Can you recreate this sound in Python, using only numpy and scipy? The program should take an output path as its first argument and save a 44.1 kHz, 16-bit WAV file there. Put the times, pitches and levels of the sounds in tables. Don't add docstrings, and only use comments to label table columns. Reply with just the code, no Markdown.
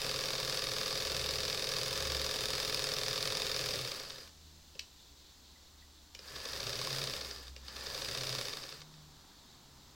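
import sys
import numpy as np
from scipy import signal
from scipy.fft import rfft, irfft
from scipy.io import wavfile
from scipy.ndimage import uniform_filter1d

SR = 44100
rng = np.random.default_rng(int(sys.argv[2]) if len(sys.argv) > 2 else 0)


def put_to_file(sound):
    columns = np.atleast_2d(sound).T
    safe = np.clip(columns, -1, 1)
    whole_steps = np.round(safe * 32767)
    wavfile.write(sys.argv[1], SR, whole_steps.astype(np.int16))


N = 438778
TIME = np.arange(N) / SR

# (f/Hz, relative level/dB)
HISS_COLOUR = [(30, 3.5), (50, 5), (75, 3), (110, -8.5), (280, -6.5), (400, -11), (620, -15.5), (1000, -18),
               (2500, -17), (3200, -13.5), (4300, -9.5), (6000, -12.5), (7500, -14), (10000, -31),
               (16000, -23.5)]
TRAFFIC_COLOUR = [(30, -22), (140, -3.5), (300, -5.5), (480, -15.5), (950, -8), (2000, -18.5), (4000, -56)]
GEAR_COLOUR = [(200, -7), (500, 1.5), (850, -4), (1200, -1.5), (2000, -2.5), (3000, -2), (4700, -2),
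               (6500, -5), (9000, -11.5), (12000, -12.5), (16000, -12)]
LEVER_COLOUR = [(400, -33), (1300, -22), (1750, -13), (2050, -13), (2400, 1.5), (2850, 1), (3300, -7.5),
                (4300, -3), (5200, -0.5), (6100, -10), (7100, -16), (9000, -25), (16000, -26)]
SNAP_COLOUR = [(500, 3), (2000, -5.5), (5000, -3), (7200, 2), (8500, -11), (9800, 2), (11500, -12),
               (16000, -4)]
# (f/Hz, width/Hz, relative level/dB)
TABLE_NOTES = [(103, 17, -10), (129.4, 20.6, -1.5), (152.5, 14.6, -3.5), (199, 42, -14.5)]
BASE_NOTES = [(261.4, 14, -9), (402.8, 38, -0.5), (449.5, 59, -0.5), (526.6, 50.4, 1), (640, 64, -7.5)]
HOUSING_NOTES = [(1156, 108, -2), (1324, 73, -1), (1762, 198, -2.5), (2213, 160, -4.5), (2610, 227, -2.5),
                 (3122, 170, -1.5), (3677, 160, 3), (4337, 287, 3), (4940, 185, 5.5), (5520, 445, 0),
                 (6130, 720, -6.5), (7000, 420, -19), (7980, 150, -13.5), (9770, 200, -18.5)]
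# (t/s, level/dB)
TRAFFIC_LEVEL = [(0, -71), (4.5, -71), (6, -69.5), (8.8, -64.5), (9.3, -64.5), (9.95, -65.5)]
# (middle t/s, length/s, f/Hz, glide/(Hz per s), level/dB, octave level/dB)
ENGINE_SWELLS = [(1.301, .9, 72, 10, -51, -80), (2.121, .65, 72, -28, -47.5, -80),
                 (2.549, .8, 58, -32, -54, -80), (3.651, .9, 71, 8, -55.5, -80),
                 (4.5, .9, 77, 3, -61.5, -70), (6.551, .5, 65, 2, -55.5, -80),
                 (7.549, 1.6, 64.5, 1.5, -55, -72), (8.898, .9, 76, 0, -74, -62.5),
                 (9.753, 1.1, 68, -6, -80, -66.5)]
# (t/s, f/Hz, width/Hz, level/dB)
PINGS = [(5.559, 2000, 45, -39), (5.824, 1950, 45, -37), (6.815, 1100, 70, -18), (6.873, 1080, 70, -16)]
# (t/s, lever level/dB, housing level/dB, relative knock level/dB)
CLICKS = [(4.181, -60, -48, -16), (4.752, -56, -56, -15.5), (4.7929, -33, -46, -26), (6.149, -39, -48, -21),
          (6.19, -46, -49, -14.5), (7.563, -46, -43, -16.5), (7.681, -60, -38, -21),
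          (8.723, -51, -39.5, -15), (8.938, -66, -51.5, -33)]
# (down t/s, up t/s, top speed/(turns per s), coasting time/s, starting angle/turns)
PEDAL = [(-3, 3.7156, 20.8165, .715, .041), (6.1676, 7.0385, 19.445, .575, .019),
         (7.599, 8.3364, 19.3, .616, .267)]
# (t/s, added speed/(turns per s))
SPEED_DRIFT = [(0, 0), (1.6, .2), (2.5, -.052), (3.7, -.046)]
# (t/s, relative level/dB)
THREAD_TENSION = [(0, -1), (1.5, -.5), (3.3, 2), (4, -3), (6.4, -3), (7, 0.5), (7.8, -3), (8.4, 2)]
# (angle/turns, rattle time/ms, clack level/dB, part f/Hz, part level/dB, snap level/dB, knock level/dB)
BLOWS_PER_TURN = [(-.02, 1.85, -35, 3670, -19.5, -43, -24), (.015, 1.799, -28.5, 5820, -24.5, -49, 0),
                  (.133, 1.804, -40.5, 2310, -27.5, -53, -19), (.218, 1.73, -38, 1720, -34.5, -53, -13),
                  (0.404, 1.2, -27.5, 3854, -18.5, -33, -5), (0.452, 1.59, -42.5, 2470, -27, -50, -13),
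                  (.549, 2.99, -35.5, 4700, -23, -55, -12.5)]

LOAD_DB = -.68


def undb(db):
    return 10 ** (np.asarray(db) / 20)


def unit(x):
    return x / np.sqrt(np.mean(x ** 2))


def curve(table):
    return np.interp(TIME, *np.transpose(table))


def noise():
    return rng.standard_normal(N)


def wander(per_s):
    hold = int(SR / per_s)
    steps = np.repeat(rng.standard_normal(N // hold + 1), hold)
    return unit(uniform_filter1d(uniform_filter1d(steps, hold), hold)[:N])


def convolve(x, response):
    return signal.fftconvolve(x, response / np.linalg.norm(response))[:N]


def colour(x, points, size=4096):
    hz, db = np.transpose(points)
    log_hz = np.log(np.fft.rfftfreq(size, 1 / SR) + 1)
    log_gain = np.log(undb(np.interp(log_hz, np.log(hz), db)))
    cepstrum = irfft(log_gain)[:size // 2]
    cepstrum[1:] *= 2
    return convolve(x, irfft(np.exp(rfft(cepstrum, size))))


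def ring(x, notes, size=8192):
    t = TIME[:size]
    response = sum((-1) ** k * undb(db) * width * np.exp(-np.pi * width * t) * np.sin(2 * np.pi * hz * t)
                   for k, (hz, width, db) in enumerate(notes))
    return convolve(x, response)


def blows(times, sizes):
    return np.bincount(np.clip(times * SR, 0, N - 1).astype(int), sizes, N)


def passes(turns, angle):
    return np.flatnonzero(np.diff(np.floor(turns - angle)) > 0)


def chatter(hits, ms, loose, shrink=.72, count=7, size=1024):
    k = np.arange(count)
    lags = np.minimum(2 * ms * (1 - shrink ** k) * SR / 1000, size - 1)
    bounces = np.bincount(lags.astype(int), (-shrink) ** k, size)
    age = TIME[:size] * 1000 / ms
    flurry = 2 * age * np.exp(1 - 2 * age)
    bounces *= np.linalg.norm(flurry) / np.linalg.norm(bounces)
    regular = signal.oaconvolve(hits, bounces)[:N]
    rattle = signal.oaconvolve(hits, flurry)[:N] * noise()
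    return np.sqrt(1 - loose ** 2) * regular + loose * rattle


def room(x, fade_s, echo_db):
    t = TIME[:SR // 2]
    tail = rng.standard_normal(len(t)) * undb(-60 * t / fade_s) * (t > .004)
    reflected = colour(x, [(100, -2), (600, 2), (2500, -3.5), (6000, -.5), (9000, 5.5), (16000, -17.5)])
    return x + undb(echo_db) * convolve(reflected, tail)


def far_engine(idle_hz=71.9, idle_db=-68.5):
    idle_level = undb(idle_db + 3 * wander(5.1))
    idle_pitch = idle_hz * (1 + .0296 * wander(11))
    drone = idle_level * np.sin(2 * np.pi * np.cumsum(idle_pitch) / SR)
    wobble, flutter = 1 + .012 * wander(11), undb(2.2 * wander(8.6))
    for middle, length, hz, glide, db, octave_db in ENGINE_SWELLS:
        on = np.abs(TIME - middle) < length / 2
        t = TIME[on] - middle
        phase = 2 * np.pi * np.cumsum((hz + glide * t) * wobble[on]) / SR
        tone = undb(db) * np.sin(phase) + undb(octave_db) * np.sin(2 * phase)
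        drone[on] += np.cos(np.pi * t / length) ** 2 * flutter[on] * tone
    return np.sqrt(2) * drone


def background(hiss_db=-60.5, treble_db=-67):
    hiss = colour(noise(), HISS_COLOUR) * undb(hiss_db + .5 * wander(1.93))
    treble = ring(noise(), [(3570, 670, -.33), (4620, 860, -2)]) * undb(treble_db + 2 * wander(23))
    traffic = colour(noise(), TRAFFIC_COLOUR) * undb(curve(TRAFFIC_LEVEL))
    return hiss + treble + traffic + far_engine()


def pings():
    return sum(ring(blows(np.array([t]), [undb(db)]), [(hz, width, 0)]) for t, hz, width, db in PINGS)


def clicks(bounce_s=.0018):
    t, lever_db, housing_db, knock_db = np.transpose(CLICKS)
    hits = blows(t, undb(lever_db)) + .88 * blows(t + bounce_s, undb(lever_db))
    lever = colour(chatter(hits, ms=1.634, loose=.74), LEVER_COLOUR)
    links = ring(chatter(blows(t, undb(housing_db)), ms=2.2, loose=.98), HOUSING_NOTES)
    knock = ring(blows(t, undb(knock_db - 16)), BASE_NOTES)
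    return lever + links + knock


def shaft(full_turns_per_s=23.37, spin_up_s=.302, drag_share=.3, bind_share=.2):
    drift = curve(SPEED_DRIFT)
    turns, total_rate = np.zeros(N), np.zeros(N)
    for down, up, top, coast_s, angle in PEDAL:
        run_up = 1 - np.exp(-np.maximum(TIME - down, 0) / spin_up_s)
        coast_left = np.clip(1 - (TIME - up) / coast_s, 0, 1)
        braking = coast_left * (1 - drag_share * (1 - coast_left))
        free = uniform_filter1d(1. * (coast_left > bind_share), size=900)
        rate = (top + drift) * run_up * braking * free
        turns = np.where(TIME >= down, angle + np.cumsum(rate) / SR, turns)
        total_rate += rate
    return turns, total_rate / full_turns_per_s


def motor(turns, speed, pulley_ratio=7.52, shaky_speed=.777, shaky_width=.089):
    shake = speed / (1 + ((speed - shaky_speed) / shaky_width) ** 2)
    phase = 2 * np.pi * turns
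    hum = undb(-71) * np.sin(pulley_ratio * phase + .7 * wander(12)) * shake
    at = passes(turns, .7)
    thumps = undb(-22) * blows(TIME[at], speed[at] ** 2)
    rumble = undb(-58) * noise() * (speed + 1.25 * shake)
    sway = sum(undb(db) * np.sin(per_turn * phase) for per_turn, db in [(1, -55), (2, -57), (7, -55)])
    return ring(thumps + hum + rumble, TABLE_NOTES) + sway * speed ** 2


def gears(speed):
    rub = colour(noise() * speed * undb(2 * wander(300)), GEAR_COLOUR)
    rattle = ring(unit(noise() * undb(3 * wander(700))) * speed, HOUSING_NOTES)
    return undb(-43.5) * rub + undb(-46) * rattle


def hook(speed):
    sliding = noise() * speed ** .89 * undb(1.8 * wander(120))
    return undb(-47) * ring(sliding, [(4510, 140, -2), (4890, 170, 2)])


def belt(speed):
    pull = np.clip(uniform_filter1d(np.gradient(speed) * SR, size=12000), 0, 1)
    slow = np.clip(2.5 * (.85 - speed), 0, 1)
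    rasp = noise() * (.68 + .6 * pull) * speed ** .87 * slow
    return undb(-51) * ring(rasp, [(1747, 115, 4.5), (1030, 400, -3.5)])


def gear_teeth(turns, speed, points=160):
    bumps = unit(irfft(np.exp(2j * np.pi * rng.random(points // 2 + 1))))
    teeth = np.interp(turns, np.arange(points) / points, bumps, period=1)
    return ring((undb(-60) * noise() + undb(-63) * teeth) * speed, BASE_NOTES)


def stitches(turns, speed, scatter_db=.5, jitter_ms=.1, part_width_hz=380):
    clack = parts = snap = knock = 0
    smear = .39 * np.clip(1 - speed, 0, 1)
    for angle, ms, clack_db, part_hz, part_db, snap_db, knock_db in BLOWS_PER_TURN:
        at = passes(turns, angle)
        jitter, force = rng.standard_normal((len(at), 2)).T
        is_needle = abs(angle) < .1
        speed_power, loose = (.81, .5) if is_needle else (1.12, .35)
        sizes = speed[at] ** speed_power * undb(LOAD_DB)
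        if .38 < angle < .43:
            sizes *= undb(curve(THREAD_TENSION)[at])
        times = TIME[at] + (jitter * jitter_ms - ms / 2) / 1000
        hits = blows(times, sizes * undb(scatter_db * force))
        clack += undb(clack_db) * (chatter(hits, ms, loose) + smear * chatter(hits, 2 * ms, loose=1))
        parts += undb(part_db) * ring(hits, [(part_hz, part_width_hz, 0)], size=512)
        snap += undb(snap_db) * chatter(hits * np.sqrt(speed), ms, loose=1)
        knock += undb(knock_db - 15) * blows(TIME[at], sizes * speed[at] ** .52)
    return ring(clack, HOUSING_NOTES) + parts + colour(snap, SNAP_COLOUR) + ring(knock, BASE_NOTES)


def scene():
    turns, speed = shaft()
    stitching = stitches(turns, speed)
    whirr = undb(LOAD_DB) * (gears(speed) + hook(speed) + belt(speed) + gear_teeth(turns, speed))
    machine = room(stitching + whirr + motor(turns, speed), fade_s=.37, echo_db=-10)
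    small_sounds = room(clicks() + pings(), fade_s=.21, echo_db=-7.5)
    return np.tile(background() + small_sounds + machine, (2, 1))


def record(dry, hiss_db=-68, top_hz=15850):
    hiss = undb(hiss_db) * rng.standard_normal(dry.shape)
    low_pass = signal.ellip(10, .2, 70, top_hz, fs=SR, output="sos")
    return signal.sosfilt(low_pass, dry + hiss)


dry = scene()
out = record(dry)
put_to_file(out)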